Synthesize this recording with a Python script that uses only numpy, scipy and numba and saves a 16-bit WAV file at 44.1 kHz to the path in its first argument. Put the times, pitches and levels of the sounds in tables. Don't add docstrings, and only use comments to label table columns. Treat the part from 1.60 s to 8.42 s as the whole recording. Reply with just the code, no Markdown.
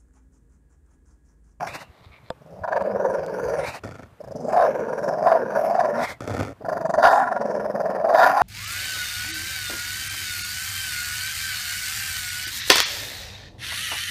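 import sys
import numpy as np
from scipy import signal
from scipy.fft import rfft, irfft
from scipy.io import wavfile
from scipy.ndimage import map_coordinates
from numba import njit

SR = 44100
rng = np.random.default_rng(int(sys.argv[2]) if len(sys.argv) > 2 else 0)


def transcribe(signal):
    frames = np.atleast_2d(signal).T
    limited = np.clip(frames, -1, 1)
    pcm = np.round(limited * 32767).astype(np.int16)
    wavfile.write(sys.argv[1], SR, pcm)


def rack_gain(trim_db):
    fader = np.asarray(trim_db, float)
    return 10 ** (fader / 20)


N = 300756


def rms_one(x):
    return x / np.sqrt(np.mean(x ** 2) + 1e-20)


def in_time(rows, outside=None):
    s, *columns = np.transpose(rows)
    t = np.arange(N) / SR
    return [np.interp(t, s, column, outside, outside) for column in columns]


def drift(rate_hz):
    knots = rng.standard_normal(400)
    return map_coordinates(knots, [np.arange(N) / SR * rate_hz + 3], order=3)


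def coloured(spectrum):
    hz, db = np.transpose(spectrum)
    grid_hz = np.maximum(np.arange(N // 2 + 1) * SR / N, 1)
    gain = rack_gain(np.interp(np.log(grid_hz), np.log(hz), db))
    return rms_one(irfft(rfft(rng.standard_normal(N)) * gain, N))


def peak(x, hz, width_hz):
    r = np.exp(-np.pi * width_hz / SR)
    feedback = [1, -2 * r * np.cos(2 * np.pi * hz / SR), r * r]
    return signal.lfilter([(1 - r * r) / 2, 0, (r * r - 1) / 2], feedback, x)


def resonances(x, table, wander_db=0.):
    def double(v, hz, width_hz):
        return peak(peak(v + 1e-18, hz, 1.69 * width_hz), hz, 1.69 * width_hz)

    impulse = np.eye(1, 8192)[0]
    response, out = 0, 0
    for k, (hz, width_hz, db) in enumerate(table):
        gain = (-1) ** k * rack_gain(db)
        response = response + gain * double(impulse, hz, width_hz)
        out = out + gain * double(x * rack_gain(wander_db * drift(7.9)), hz, width_hz)
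    return out / np.sqrt(np.sum(response ** 2))


@njit
def glide(x, c, r):
    out = np.zeros(len(x))
    for i in range(2, len(x)):
        out[i] = x[i] - x[i - 2] + c[i] * out[i - 1] - r * r * out[i - 2]
    return out


def moving(x, hz, width_hz):
    r = np.exp(-np.pi * width_hz / SR)
    c = 2 * r * np.cos(2 * np.pi * hz / SR)
    top_one = glide(glide(x, c, r), c, r) * ((1 - r * r) / 2) ** 2
    return top_one * np.sqrt(2 * SR / (np.pi * width_hz))


def flapping(counts, breaths):
    last_dip_db, scatter_db = 27, 0.96
    rows = []
    for count, breath in zip(counts, breaths):
        at_s, so_far = np.transpose(count)
        s = np.interp(np.arange(so_far[-1] + 1), so_far, at_s)
        knots_s, db, dip_db = np.transpose(breath)[:3]
        dips_db = np.r_[np.interp(s[:-1] + .02, knots_s, dip_db), last_dip_db]
        levels_db = np.interp(s, knots_s, db) + scatter_db * rng.standard_normal(len(s))
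        rows += zip(s, levels_db, dips_db)
    return rows


def palate(flaps, depth, lead_s, hold_s=0.007, close_s=0.015, open_s=0.011):
    s, db, dip_db = np.transpose(flaps)
    gap_s = np.diff(s, append=s[-1] + 1)
    held_db, shut_db = db - 1.5, db - depth * dip_db
    shut_s = s + np.minimum(gap_s / 2, close_s)
    reopen_s = s + gap_s - np.minimum(gap_s / 2.2, open_s)
    times = np.stack([s - hold_s, s + hold_s, shut_s, reopen_s], 1).ravel()
    times = np.maximum.accumulate(np.r_[s[0] - hold_s - .003, times])
    levels_db = np.stack([held_db, held_db, shut_db, np.where(gap_s > .12, -90, shut_db)], 1).ravel()
    levels_db = np.r_[-90, levels_db]
    return rack_gain(np.interp(np.arange(N) / SR + lead_s, times, levels_db, -120))


def folds(per_s, jitter, spread_db, noise):
    draws = rng.standard_normal((2500, 2))
    at = np.cumsum(SR / per_s * np.exp(jitter * draws[:, 0])).astype(int)
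    slaps = np.zeros(N)
    slaps[at[at < N]] = rack_gain(spread_db * draws[at < N, 1])
    decay = np.exp(-1 / (0.005 * SR))
    puffs = rms_one(signal.lfilter([1], [1, -decay], slaps) + 0.24)
    turbulence = puffs * rng.standard_normal(N)
    return np.sqrt(1 - noise) * rms_one(slaps) + np.sqrt(noise) * turbulence, puffs


def air():
    # f/Hz, relative density/dB per Hz
    air_spectrum = [(18, -34), (30, -23), (123, -5), (332, -4), (1200, -6.5), (2000, -14.5), (3780, -22.5),
                    (5310, -28), (15500, -32)]
    return rack_gain(-57) * coloured(air_spectrum)


def rumble():
    # t/s, level/dB
    rumble_levels = [(0, -54), (.09, -43), (.36, -53.5), (.68, -55), (.93, -52), (1.67, -49.5), (2.05, -41),
                     (2.18, -53), (2.66, -48), (4.25, -60.5), (4.42, -41), (4.55, -53), (5.0, -53),
                     (6.82, -57)]
    band = signal.butter(2, [60, 135], "band", fs=SR, output="sos")
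    low = signal.sosfilt(band, rng.standard_normal(N))
    return rms_one(low * rack_gain(6.1 * drift(22))) * rack_gain(in_time(rumble_levels)[0])


def sand():
    # t/s, level/dB
    scuff_levels = [(.27, -61), (.42, -64), (.445, -57), (.47, -60), (.51, -63), (.52, -49.5), (.58, -50),
                    (.6, -65), (.69, -56)]
    # f/Hz, width/Hz, relative level/dB
    grit = [(600, 400, 1), (1200, 180, 1), (1750, 210, -11), (2240, 280, -4), (3780, 770, -8.5)]
    grains_per_s = 4000
    struck = rng.random(N) < grains_per_s / SR
    size = rack_gain(4 * np.minimum(rng.exponential(1, N), 2.5))
    grains = rms_one(struck * size * rng.standard_normal(N))
    return resonances(grains * rack_gain(in_time(scuff_levels, outside=-120)[0]), grit, wander_db=7.0)


def thuds():
    # t/s, relative level/dB, f/Hz
    landings = [(0.463, -33.5, 91), (.5, -36, 79), (1.012, -25.5, 88.5), (1.215, -23, 186)]
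    out, t = np.zeros(N), np.arange(4000) / SR
    for s, db, hz in landings:
        cycles = hz * t
        envelope = cycles * np.exp(1 - 1.8 * cycles)
        out[round(s * SR):][:len(t)] += rack_gain(db) * envelope * np.sin(2 * np.pi * cycles)
    return out


def ticks():
    # t/s, relative level/dB
    slips = [(1.224, -32), (1.664, -25), (6.475, -36)]
    clicks = np.zeros(N)
    for s, db in slips:
        clicks[round(s * SR)] = rack_gain(db)
    band = signal.butter(2, [2500, 9000], "band", fs=SR, output="sos")
    return signal.sosfilt(band, clicks + 1e-18) * rack_gain(8.0)


def knock():
    # f/Hz, relative level/dB, t60/s
    tyre_modes = [(170, -5, 0.025), (512, 0.5, 0.058), (665, -1.5, 0.024), (910, -11, 0.055),
                  (1200, -5, 0.028), (1640, -6.5, 0.0072), (3620, -7.5, 0.0075), (5000, -20, 0.0098),
                  (7640, -16.5, 0.0035)]
    knock_s, knock_db = .702, -19.5
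    out, t = np.zeros(N), np.arange(8000) / SR
    ring = np.zeros(len(t))
    for k, (hz, db, t60_s) in enumerate(tyre_modes):
        ring += (-1) ** k * rack_gain(db - 60 * t / t60_s) * np.sin(2 * np.pi * hz * t)
    for lag_s, db in [(0, -5), (.0012, 2), (.004, -11)]:
        at = round((knock_s + lag_s) * SR)
        out[at:at + len(t)] += rack_gain(knock_db + db) * ring
    return out


def sighs():
    # t/s, relative level/dB, mouth resonance f/Hz, hollow f/Hz
    last_air = [
        [(.07, -42, 2270, 3100), (.095, -41.5, 2360, 3130), (.2, -48, 2810, 3250), (.3, -70.5, 2730, 3320)],
        [(1.99, -50.5, 1927, 2950), (2.06, -36, 2250, 3200), (2.165, -47.5, 2600, 3430),
         (2.195, -52, 2700, 3400)],
        [(4.37, -53, 1900, 3200), (4.41, -40, 1970, 2970), (4.47, -36, 2160, 2640), (4.53, -44, 2090, 2730),
         (4.58, -69, 2050, 2770)],
    ]
    # f/Hz, relative density/dB per Hz
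    hiss_spectrum = [(59, -44), (100, -8), (447, -9.5), (564, 1), (1460, -6), (2130, -6), (3120, -22),
                     (3540, -17), (4190, -15.5), (15500, -32)]
    out, white = np.zeros(N), rng.standard_normal(N)
    broad = coloured(hiss_spectrum) * rack_gain(4.24 * drift(45))
    hollow_width_hz = 700
    for rows in last_air:
        level_db = in_time(rows, outside=-120)[0]
        _, mouth_hz, hollow_hz = in_time(rows)
        breath = rack_gain(5.0) * broad
        breath += rack_gain(-1.0) * moving(white, mouth_hz, 270)
        breath += rack_gain(-14) * moving(white, hollow_hz + 650, 400)
        hollow = moving(breath, hollow_hz, hollow_width_hz) / np.sqrt(2 * SR / (np.pi * hollow_width_hz))
        out += rack_gain(level_db) * (breath - hollow)
    return out


def snore():
    # t/s, flaps so far
    snore_count = [
        [(2.246, 0), (2.472, 6)],
        [(4.615, 0), (4.748, 4), (4.833, 7), (4.925, 10)],
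    ]
    # t/s, relative flap level/dB, dip after it/dB (before depth)
    snore_levels = [
        [(2.246, -29, 5), (2.33, -35, 6.5), (2.43, -37.5, 8), (2.472, -49, 6)],
        [(4.615, -30, 0), (4.65, -28.5, 4.5), (4.71, -24.5, 3.5), (4.83, -22, 7), (4.9, -36.5, 0.5)],
    ]
    # f/Hz, width/Hz, relative level/dB
    nose = [(100, 45, 5), (257, 66, -1), (516, 205, 0), (1368, 210, -8), (1800, 65, -10),
            (2150, 430, -17.5), (3450, 270, -24), (4430, 580, -27.5), (5740, 1900, -29), (8100, 10600, -41)]
    voice, _ = folds(per_s=100, jitter=.15, spread_db=3, noise=.65)
    gate = palate(flapping(snore_count, snore_levels), depth=1.9, lead_s=0.0037)
    return resonances(voice * gate, nose, wander_db=1.0) * rack_gain(0.5)


def chest(voice, flaps, level_db):
    # t/s, mean pitch f/Hz, clean share/0-1, level beyond what effort gives/dB
    hum = [(.05, 155.6, 0.4, -6.5), (.85, 154.3, 0.8, 4.5), (1.1, 198, 0.7, -9.5), (1.3, 200.7, 1, 1),
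           (1.5, 195.6, 1, -4), (1.6, 170.7, 0.7, -3), (1.8, 186.6, 0.46, -3.5), (2.05, 139.6, 0.96, -3),
           (2.62, 180.3, .2, -4.5), (2.8, 258, 0.22, 3.5), (3.0, 192.1, 0.1, 2.5), (3.2, 223, 0.3, -0.5),
           (3.6, 194.6, 0.01, 5), (3.78, 238.7, 0.4, -2.5), (4.03, 206.6, 0.4, 3.5),
           (4.45, 249.5, 0.53, 2.5), (5.1, 210.5, 0.04, 2), (5.38, 214.5, 0.14, 7), (5.46, 280, 0.9, -2),
           (5.68, 232.3, 0.63, 2), (6.1, 205, 0.47, 4.5), (6.4, 188.6, 0.26, 0.5), (6.55, 270, 0.29, 3),
           (6.82, 284.5, 0.66, -8)]
    # f/Hz, width/Hz, relative level/dB
    chest_modes = [(147, 57, 0), (218, 106, -3.5), (459, 45, 2.5)]
    hz, clean, extra_db = in_time(hum)
    gate = palate(flaps, depth=1.48, lead_s=0.012) * rack_gain(level_db + extra_db + 1.53)
    phase = 2 * np.pi * np.cumsum(hz * (1 + 0.04935 * drift(40))) / SR
    tone = np.sqrt(2) * np.sin(phase) * rack_gain(2.3 * drift(30))
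    rough = resonances(np.sqrt(1 - clean) * voice * gate, chest_modes)
    return np.sqrt(clean) * tone * gate + rough


def growl():
    # t/s, flaps so far; flaps tend to be faster on fresh breath
    flap_count = [
        [(-.006, 0), (.072, 3)],
        [(.827, 0), (1.044, 5), (1.169, 8), (1.455, 14), (1.64, 18), (2.046, 26)],
        [(2.612, 0), (2.718, 3), (2.855, 6), (2.973, 9), (3.337, 17), (3.587, 22), (3.815, 27), (4.204, 35),
         (4.447, 40)],
        [(5.021, 0), (5.131, 3), (5.39, 9), (5.636, 15), (5.77, 18), (6.005, 23), (6.261, 28), (6.455, 32),
         (6.497, 33), (6.55, 34), (6.73, 38), (6.82, 40)],
    ]
    # t/s, effort as relative flap level/dB, dip between flaps/dB (before depth),
    # throat f/Hz, relative mouth level/dB, relative front-of-mouth level/dB
    efforts = [
        [(.02, -26, -5, 763, -10, -19), (.072, -31, 5.5, 735, -5, -16)],
        [(.827, -47, 20, 603, -30, -29), (.95, -43, -4, 532, -46, -45), (1.04, -26.5, 9, 682, -1, -26),
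         (1.17, -18, 8, 592, -6, -21), (1.26, -23.5, 3.5, 560, -13, -24), (1.45, -20.5, 5, 503, -8, -33),
         (1.6, -22.5, 7.5, 543, -9.5, -19.5), (1.77, -26.5, 4, 473, -6.5, -22),
         (1.92, -22, 4.5, 523, -8.5, -21.5), (2.046, -27, 3.5, 570, -6.5, -11)],
        [(2.607, -39, 36, 590, -17, -30), (2.7, -33.5, 16, 555.5, -11, -37), (2.8, -31.5, 6, 540, -48, -48),
         (2.875, -27, 2, 589, -26, -40), (2.9, -22.5, 4, 674, -12, -23), (3.0, -8.5, 3.5, 700, -9.5, -32),
         (3.11, -22.5, 5, 518, -8, -19), (3.25, -26, 4, 495, -8, -23.5), (3.4, -23, 6, 545.7, -6, -28),
         (3.63, -19, 5.5, 660, -14.5, -25), (3.68, -12, 0, 700, -9, -38), (3.72, -13.5, 6.5, 673, -9.5, -27),
         (3.83, -29, 2.5, 460, -5.5, -24.5), (3.97, -19.5, 1.5, 610, -7, -26), (4.07, -17, 5.5, 650, -17, -24),
         (4.2, -15.5, 7, 709, -7, -24), (4.3, -22, 4.5, 568, -8, -27), (4.44, -24, 0.5, 665, -4.5, -19)],
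        [(5.018, -35, 58, 667, -12, -40), (5.07, -22.5, 9.5, 640, -9, -31), (5.18, -24.5, 9.5, 620, -5, -29),
         (5.3, -19, 15, 660, -8.5, -32), (5.39, -17, 8.5, 626, -8, -37), (5.43, -10, 1.3, 697, -2.5, -48),
         (5.55, -12, 2.5, 728, -6, -40), (5.62, -22, 4.5, 768, -1, -23), (5.8, -22.5, 9.5, 610, -4.5, -27),
         (5.88, -21.5, 5, 569, -10.5, -29), (6.0, -23.5, 6, 542, -8, -23), (6.11, -21.5, 8.5, 612, -10.5, -29),
         (6.38, -21.5, 6, 610, -9.5, -30), (6.47, -15, 6, 645, -15, -31), (6.556, -9, 4, 668, -6.5, -26),
         (6.62, -13, 3, 703, 0.8, -17.5), (6.72, -21.5, -0.5, 758, -5, -14.5), (6.79, -11, 1.6, 780, -7.5, -24)],
    ]
    # t/s, brightest resonance f/Hz, relative level/dB
    lip_gap = [(.02, 5450, -25.5), (.08, 5500, -13), (.95, 5400, -25.5), (1.07, 4700, -32),
               (1.28, 4740, -33), (1.45, 6200, -30.5), (1.68, 4670, -26), (1.82, 6400, -23),
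               (2.05, 5264, -21), (2.76, 5140, -18.5), (2.98, 5000, -31.5), (3.24, 5900, -30.5),
               (3.45, 5440, -22), (3.73, 4760, -30.5), (3.9, 5900, -28), (4.2, 4800, -28),
               (4.32, 5500, -29.5), (4.44, 5200, -19.5), (5.38, 4700, -27.5), (5.44, 4800, -21),
               (5.58, 5070, -29.5), (5.8, 5494, -27), (6.2, 5100, -26.5), (6.48, 4900, -33.5),
               (6.6, 4850, -20), (6.8, 4850, -26.5)]
    # t/s, f/Hz
    tongue = [(1.8, 1570), (2.05, 1800), (2.9, 1550), (3.4, 1570), (3.7, 1750), (3.9, 1517), (4.2, 1764),
              (4.45, 1800), (5.0, 1749)]
    # f/Hz, width/Hz, relative level/dB
    mouth_modes = [(1407, 90, 1)]
    front_modes = [(2165, 430, 21), (2700, 69, -21)]
    jaw_modes = [(3700, 250, 0), (4510, 180, -5.5)]
    teeth_modes = [(4700, 300, 1.2), (5900, 460, 1), (6860, 1440, -6.5), (9460, 600, -4),
                   (11400, 2100, -8.5), (14800, 2100, -14.5)]

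    voice, puffs = folds(per_s=150, jitter=.35, spread_db=0.0, noise=0.72)
    flaps = flapping(flap_count, efforts)
    effort_db, _, throat_hz, mouth_db, front_db = in_time(sum(efforts, []))
    lips_hz, teeth_db = in_time(lip_gap)
    push_db = effort_db + 22
    chest_db = np.minimum(-15 - 1.28 * push_db, -5.5)

    throat = moving(voice * palate(flaps, depth=1.04, lead_s=0.0048), throat_hz, 193) * rack_gain(2.0)
    upper = voice * palate(flaps, depth=1.86, lead_s=0.0024)
    mouth_air = upper * rack_gain(mouth_db + 2.5)
    mouth = moving(mouth_air, 720 + 0.34 * throat_hz, 147) * rack_gain(-2.0)
    mouth -= resonances(mouth_air * rack_gain(1.44 * mouth_db - 5.0), mouth_modes, wander_db=5.5)
    mouth += moving(mouth_air, in_time(tongue)[0], 400) * rack_gain(-5)
    lowpass = signal.cheby2(6, 36, 2300, fs=SR, output="sos")
    muffled = signal.sosfilt(lowpass, throat + mouth)

    front = resonances(upper * rack_gain(front_db - 3.0), front_modes, wander_db=-1.5)
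    jaw_air = upper * rack_gain(1.7 * mouth_db + 1.0 * push_db - 30.5)
    jaw = resonances(jaw_air, jaw_modes, wander_db=-1.0)

    hiss = puffs * rng.standard_normal(N) * palate(flaps, depth=1.54, lead_s=0.00056) * rack_gain(teeth_db - 4.5)
    teeth = resonances(hiss, teeth_modes, wander_db=4.0)
    teeth += rack_gain(1) * moving(hiss * rng.choice([-1, 1], N), lips_hz, 720)
    return muffled + front + jaw + teeth + chest(voice, flaps, chest_db)


def scene():
    ground = air() + rumble() + sand()
    tyre = thuds() + ticks() + knock()
    dog = sighs() + snore() + growl()
    return (ground + tyre + dog)[None]


def roll_off(x):
    return signal.sosfilt(signal.butter(12, 15690, fs=SR, output="sos"), x)


def record(dry):
    rounded = 0.8 * np.tanh(dry / 0.92)
    lowpass = signal.cheby2(12, 60, 16000, fs=SR, output="sos")
    mix = signal.sosfilt(lowpass, rounded)
    return roll_off(mix)


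dry = scene()
out = record(dry)
transcribe(out)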